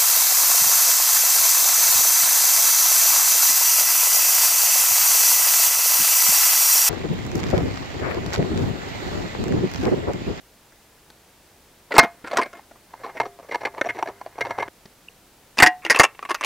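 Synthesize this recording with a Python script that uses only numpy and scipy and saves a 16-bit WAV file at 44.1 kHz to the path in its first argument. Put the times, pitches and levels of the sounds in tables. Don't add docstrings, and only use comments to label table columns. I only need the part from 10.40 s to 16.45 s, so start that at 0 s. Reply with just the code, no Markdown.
import sys
import numpy as np
from scipy import signal
from scipy.fft import rfft, irfft, next_fast_len
from scipy.io import wavfile

SR = 44100
rng = np.random.default_rng(int(sys.argv[2]) if len(sys.argv) > 2 else 0)


def undo_db(level):
    steps = np.asarray(level, float) / 20
    return 10 ** steps


def generate_wav(sig):
    pcm = np.round(np.clip(np.atleast_2d(sig).T, -1, 1) * 32767).astype(np.int16)
    wavfile.write(sys.argv[1], SR, pcm)


N = 266805

# (time [s], peak level [dB], pitch of the struck spot [Hz], chatter T60 [s])
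LEVER_SLAMS = [
    (1.5821, 14.8, 879, .022),
    (1.5905, 12, 1700, .02),
]
FAR_CRACKS = [
    (1.554, -12.5, 890, 0.042),
    (1.575, -21, 1000, 0.093),
    (1.8591, -32, 1800, .1),
    (1.8735, -23.5, 1420, 0.045),
    (1.9708, -6, 1430, 0.027),
    (2.0319, -19.5, 2170, 0.024),
    (2.1508, -33.5, 420, 0.04),
    (2.1704, -36, 465, 0.051),
]
FAR_THUDS = [(1.507, -20, 600, 0.18), (1.5189, -12.5, 1810, 0.051), (1.5396, -12, 450, 0.051),
             (1.5637, -4.5, 980, 0.067), (1.6109, -25, 657, 0.013), (1.6299, -12, 248, 0.087),
             (1.845, -29.5, 1490, 0.074), (1.8419, -23.5, 297, 0.083), (1.8982, -31, 409, 0.079),
             (1.9312, -15, 760, 0.067), (1.9593, -21, 970, 0.034), (1.9838, -6.5, 940, 0.066),
             (1.9919, -17.5, 770, 0.16), (2.059, -26, 650, 0.044), (2.191, -32, 933, .024),
             (2.3119, -37, 732, 0.028), (2.3554, -42, 872, 0.052)]
SWING_JOLTS = [
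    (1.9123, -21, 930, 0.05),
    (2.0155, -13, 2110, 0.033),
    (2.1305, -28.5, 1430, 0.027),
]
TUG_JOLTS = [(2.5986, -36, 720, 0.1), (2.6926, -27.5, 1100, 0.041), (2.801, -6, 1003, 0.019),
             (2.8326, -23, 700, 0.023), (3.1189, -17.5, 950, 0.067), (3.1452, -11, 990, 0.025),
             (3.2084, -21.5, 704, 0.052), (3.2514, -11, 2127, 0.036), (3.4427, -17, 624, .06),
             (3.4708, -24, 374, 0.033), (3.4888, -13.5, 2127, .07), (3.5892, -20, 850, 0.015),
             (3.6585, -24, 670, 0.027), (3.6734, -20.5, 675, .043), (4.0087, -10.5, 2127, .039),
             (4.0513, -18, 865, 0.028), (4.1068, -13, 900, 0.042), (4.1798, -18.5, 840, 0.032),
             (4.2246, -12, 930, 0.037), (4.2798, -23, 535, 0.024)]
TUG_FLAPS = [(2.5344, -26, 910, 0.054), (2.6345, -21, 1010, 0.19), (2.6592, -22.5, 700, 0.12),
             (2.7456, -29, 550, 0.19), (2.769, -23, 2060, 0.058), (2.812, -17, 930, 0.024),
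             (2.8527, -22.5, 765, 0.072), (2.9896, -31, 710, .043), (3.0267, -36, 678, .15),
             (3.0871, -28, 474, 0.052), (3.1113, -18.5, 2250, .037), (3.1557, -13.5, 760, 0.015),
             (3.2301, -22, 630, 0.15), (3.267, -19.5, 940, 0.051), (3.3386, -28.5, 657, 0.24),
             (3.3743, -22, 960, 0.076), (3.4125, -5.5, 1570, 0.023), (3.4568, -17, 720, 0.066),
             (3.547, -25.5, 455, 0.2), (3.5796, -23, 910, 0.11), (3.6261, -9.5, 897, 0.024),
             (3.6844, -22, 725, 0.076), (3.8117, -23.5, 940, 0.037), (3.8621, -22.5, 720, .032),
             (3.9556, -34, 520, 0.034), (3.98, -18.5, 700, 0.072), (4.0647, -19, 566, 0.066),
             (4.0947, -26, 388, .053), (4.1873, -12, 960, 0.0087), (4.1961, -17, 2100, 0.054)]
NEAR_SNAPS = [
    (5.172, -21, 900, 0.13),
    (5.1833, -1.5, 2020, 0.057),
    (5.2004, -2, 2000, 0.048),
    (5.2236, 12, 1744, 0.051),
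    (5.2617, 2.5, 1880, 0.054),
    (5.272, -6, 1890, 0.025),
]
HELD_CRACKS = [
    (5.433, -30.5, 1500, .19),
    (5.45, -14, 2670, 0.028),
    (5.4994, -2.5, 1860, 0.082),
    (5.59, -4, 1870, 0.11),
    (5.5972, 8.5, 1968, 0.022),
    (5.634, -5, 2690, 0.057),
    (5.897, -22.5, 1020, .017),
    (5.9453, -14.5, 1400, 0.036),
    (6.0103, -18.5, 1200, 0.03),
    (6.046, -8.5, 2700, 0.016),
]
HELD_THUDS = [(5.4614, -12.5, 1970, .054), (5.546, -8.5, 2600, 0.063), (5.5598, -7.5, 2500, 0.026),
              (5.5712, -13.5, 1090, .04), (5.602, -2, 1110, 0.058), (5.612, -13, 1110, 0.018),
              (5.649, -3.5, 1090, 0.019), (5.7487, -38, 355, 0.032), (5.7923, -21.5, 1140, 0.011),
              (5.8266, -20.5, 1200, 0.026), (5.851, -21, 1130, 0.034), (5.8903, -18, 1180, 0.052),
              (5.907, -10.5, 1110, .038), (6.017, -21, 1120, 0.014), (6.0287, -16.5, 2230, 0.045),
              (6.0378, -12, 2620, 0.018)]
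GRIT_TICKS = [
    (0.323, -46, 1500, 0.02),
    (.7025, -36, 305, 0.014),
    (4.4564, -36.5, 2700, 0.016),
]

# (treble under the body [dB], ring [dB])
SLAM_TONE = (-10, -13.5)
FAR_CRACK_TONE = (-10, -3)
FAR_THUD_TONE = (-23, -21.5)
SWING_TONE = (-15.5, 1.7)
JOLT_TONE = (-24, 0.44)
FLAP_TONE = (-23, -13.5)
NEAR_TONE = (-6.5, -5)
HELD_CRACK_TONE = (-4, -6)
HELD_THUD_TONE = (-13, -15)
GRIT_TONE = (0, -20)

# (frequency [Hz], level [dB], T60 [s])
SNAP_CAN = [(250, -8, .08), (585, -5, .14), (690, -2, .24), (1110, -3, .12), (1420, -8, .07),
            (1740, -9, .1), (2125, 3, .12), (2270, -15, .2), (2500, -20, .2)]
FAR_CAN = [(119, -8, 0.12), (400, -11, 0.47), (700, -8, 0.36), (970, -11, 0.12), (1710, 13.5, 0.015),
           (2127, 3.5, 0.077), (3860, -19, 0.046), (5620, -28, 0.04), (6020, -46.5, 0.054)]
NEAR_CAN = [(330, -14, .1), (731, -1, .23), (867, -2, .19), (1045, -9, .16), (1432, -18, .14),
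            (1670, 0, .08), (1790, 0, .1), (1910, -8, .12), (2480, -22, .14), (2805, -16, .15)]
HELD_CAN = [(300, -8, .07), (700, -10, .06), (1100, 0, .07), (1400, -5, .09), (1860, 0, .07),
            (2100, -8, .07), (2680, -2, .08), (4700, -18, .04)]

# (frequency [Hz], level [dB])
SNAP_BODY = [(120, -21.5), (250, -4.5), (500, 1), (950, 4), (1500, 7.5), (2100, 3.5), (2600, -20),
             (3200, -21.5)]
FAR_BODY = [(120, 19), (250, -23), (400, 3), (950, 12), (1350, 0.5), (2150, 9.5), (2550, -104), (3200, -41)]
NEAR_BODY = [(150, -48), (300, -11), (700, -13.5), (1100, 0.5), (1350, -10.5), (1850, 1), (2750, 2),
             (3150, -64)]

# (frequency [Hz], level [dB])
SNAP_TREBLE = [(1500, -51), (2800, -11.5), (4500, 6.5), (6000, -2.5), (8000, -5.5), (11000, -19.5),
               (16000, -23.5)]
FAR_TREBLE = [(1500, -11), (2800, -23.5), (4400, 8), (5100, -18), (5750, 9.5), (6400, -16), (9000, -36),
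              (16000, -62)]
NEAR_TREBLE = [(1760, 5.5), (3000, -12.5), (3400, -20), (4700, -0.5), (10300, -12.5), (13200, -25.5),
               (14800, -47), (16000, -27)]

# (time [s], level [dB])
SWING_RUB = [(1.5, -67), (2.06, -56), (2.25, -63.5)]
TUG_RUB = [(2.5, -56), (2.72, -48), (2.95, -63), (3.18, -47), (3.3, -51.5), (3.55, -50), (3.72, -54),
           (3.78, -54), (3.94, -55), (4.0, -41.5), (4.15, -40.5), (4.3, -43)]
HELD_RUB = [(5.419, -47), (5.46, -48.5), (5.58, -31.5), (5.66, -42), (5.72, -63.5), (6.05, -48)]

# (time [s], level [dB], frequency [Hz], T60 [s])
THUMPS = [
    (1.584, -3, 130.5, .018),
    (1.63, -26, 255, 0.084),
    (1.842, -29.5, 290, 0.041),
    (3.413, -36, 100.6, 0.034),
    (4.455, -36.5, 200, .04),
    (5.225, -15, 96, 0.036),
    (5.27, -20, 320, 0.078),
    (5.6, -20, 90, .03),
    (5.452, -30, 329, 0.21),
]
# (frequency [Hz], T60 [s])
YARD = [(300, 0.21), (1500, 0.22), (5000, 0.12), (9000, 0.046)]
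# (time [s], level [dB], frequency [Hz], length [s])
CHIRPS = [
    (4.684, -29.5, 2730, 0.0051),
]
# (frequency [Hz], spectrum level [dB per Hz])
AIR = [(12, -34), (20, -5), (86, -7), (367, -8.5), (472, -9), (759, -11.5), (976, -12), (1060, -14.5),
       (1370, -15), (14300, -24.5), (16000, -25)]

AIR_DB, HISS_DB, YARD_DB = -54.5, -61, -25
FAR_CUT_HZ, NEAR_CUT_HZ, HELD_CUT_HZ = 130, 200, 325
WALL_CUT_HZ = 358
CUT_S = 4.287
HARDER_IS_BRIGHTER = 0.18


def trap(kinds, rubbing, can, body, treble, cut_hz):
    out = np.zeros(N)
    can_rings = modes(*np.transpose(can), size=9000)
    if rubbing:
        add(out, *rub(rubbing, can_rings, body, treble))
    for rows, contact in kinds:
        for row in rows:
            add(out, *knock(row, contact, can, can_rings, body, treble))
    high_pass = signal.butter(2, cut_hz, "high", fs=SR, output="sos")
    return yard(signal.sosfilt(high_pass, out))


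def knock(row, contact, can, can_rings, body, treble):
    s, peak_db, spot_hz, t60 = row
    treble_db, ring_db = contact
    drive = chatter(t60, per_s=1400, spread_db=4.16)
    wall = struck_wall(spot_hz, body)
    ring = struck_can(spot_hz, can, can_rings)
    sound = undo_db(ring_db - 6.5) * peaked(ring)
    sound[:len(wall)] += peaked(wall)
    sound = peaked(signal.oaconvolve(sound, drive))
    crack = contact_crack(drive, treble)
    treble_db = treble_db + 6.0 + HARDER_IS_BRIGHTER * min(peak_db, 0)
    sound[:len(crack)] += undo_db(treble_db) * peaked(crack)
    return s, undo_db(peak_db) * sound


def chatter(t60, per_s, spread_db):
    size = 3500
    t = np.arange(size) / SR
    bounces = (rng.random(size) < per_s / SR) * rng.choice([-1., 1.], size)
    bounces *= undo_db(spread_db * rng.standard_normal(size) - 60 * t / np.clip(t60, .004, .2))
    bounces *= 1 - np.exp(-t / 0.0035)
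    bounces[0] = 0.45
    return bounces


def struck_wall(spot_hz, body):
    hz = np.append(spot_hz, 200 * 16.37 ** rng.random(36))
    near_db = 10 * np.exp(-(np.log(hz / spot_hz) / .3) ** 2)
    t60 = .03 * (1000 / hz) ** .15
    wall = modes(hz, read(body, hz) + near_db, t60, size=1800).sum(1)
    return signal.lfilter(*signal.butter(2, WALL_CUT_HZ, "high", fs=SR), wall)


def struck_can(spot_hz, can, can_rings):
    struck_db = 3 * rng.standard_normal(len(can))
    struck_db += 6 * np.exp(-(np.log(np.transpose(can)[0] / spot_hz) / 0.075) ** 2)
    return can_rings @ undo_db(struck_db)


def contact_crack(drive, treble):
    tick = rng.standard_normal(1500) * undo_db(-60 * np.arange(1500) / SR / 0.0028)
    first = drive * undo_db(-300 * np.arange(len(drive)) / SR)
    burst = np.roll(signal.oaconvolve(tick, first), 60)
    return coloured(burst, treble)[60:4000]


def rub(rows, can_rings, body, treble):
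    s, level_db = np.transpose(rows)
    t = np.arange(s[0], s[-1], 1 / SR)
    slips = (rng.random(len(t)) < 4000 / SR) * rng.standard_normal(len(t))
    slips *= undo_db(3.9 * np.minimum(rng.exponential(1, len(t)), 3.5))
    ring = signal.oaconvolve(slips, can_rings.sum(1))[:len(t)]
    sound = evened(coloured(slips, body))
    sound += undo_db(-11) * evened(ring)
    sound += undo_db(-23.0) * evened(coloured(slips, treble))
    return s[0], undo_db(np.interp(t, s, level_db)) * evened(sound)


def thump(s, db, hz, t60):
    return s, modes(hz, db, t60, size=3000)[:, 0]


def yard(x):
    hz, t, z = signal.stft(rng.standard_normal(SR // 2), SR, nperseg=256)
    decay = undo_db(-60 * t / read(YARD, hz)[:, None])
    tail = signal.istft(z * decay, SR, nperseg=256)[1]
    return x + undo_db(YARD_DB) * signal.fftconvolve(x, tail / np.linalg.norm(tail))[:N]


def bird(s, db, hz, length):
    t = np.arange(0, length, 1 / SR)
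    return s, undo_db(db) * np.sin(np.pi * t / length) ** 2 * np.sin(2 * np.pi * hz * t)


def quiet_air():
    return undo_db(AIR_DB) * evened(coloured(rng.standard_normal(N), AIR))


def amplifier_hiss():
    return undo_db(HISS_DB) * rng.standard_normal(N)


def modes(hz, db, t60, size):
    t = np.arange(size)[:, None] / SR
    return undo_db(db - 60 * t / t60) * np.sin(2 * np.pi * hz * t)


def coloured(x, points):
    size = next_fast_len(len(x))
    gain = undo_db(read(points, np.fft.rfftfreq(size, 1 / SR)))
    return irfft(rfft(x, size) * gain, size)[:len(x)]


def read(points, hz):
    f, value = np.transpose(points)
    return np.interp(np.log(hz + 1), np.log(f + 1), value)


def evened(x):
    return x / np.sqrt(np.mean(x ** 2) + 1e-20)


def peaked(x):
    return x / np.abs(x).max()


def add(mix, s, sound):
    part = mix[round(s * SR):][:len(sound)]
    part += sound[:len(part)]


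def scene():
    tripped = [(FAR_CRACKS, FAR_CRACK_TONE), (FAR_THUDS, FAR_THUD_TONE), (GRIT_TICKS, GRIT_TONE),
               (LEVER_SLAMS, SLAM_TONE), (SWING_JOLTS, SWING_TONE)]
    tugged = [(TUG_JOLTS, JOLT_TONE), (TUG_FLAPS, FLAP_TONE)]
    snapped = [(NEAR_SNAPS, NEAR_TONE)]
    held = [(HELD_CRACKS, HELD_CRACK_TONE), (HELD_THUDS, HELD_THUD_TONE)]

    mix = trap(tripped, SWING_RUB, SNAP_CAN, SNAP_BODY, SNAP_TREBLE, FAR_CUT_HZ)
    far = trap(tugged, TUG_RUB, FAR_CAN, FAR_BODY, FAR_TREBLE, FAR_CUT_HZ)
    mix += far * np.clip((CUT_S - np.arange(N) / SR) / 0.002, 0, 1)
    mix += trap(snapped, [], NEAR_CAN, NEAR_BODY, NEAR_TREBLE, NEAR_CUT_HZ)
    mix += trap(held, HELD_RUB, HELD_CAN, NEAR_BODY, NEAR_TREBLE, HELD_CUT_HZ)
    for row in THUMPS:
        add(mix, *thump(*row))
    for row in CHIRPS:
        add(mix, *bird(*row))
    mix += quiet_air()
    hiss = amplifier_hiss()
    return np.array([mix + hiss, mix - hiss])


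def band_limit(x):
    return signal.sosfilt(signal.butter(12, 16440, fs=SR, output="sos"), x)


def record(dry):
    ceiling, edge_hz = .86, 15850
    overloaded = ceiling * dry / (ceiling ** 8 + dry ** 8) ** (1 / 8)
    low_pass = signal.firwin(255, edge_hz, fs=SR)
    limited = signal.oaconvolve(overloaded, low_pass[None], "same")
    return band_limit(limited)


dry = scene()
out = record(dry)
generate_wav(out)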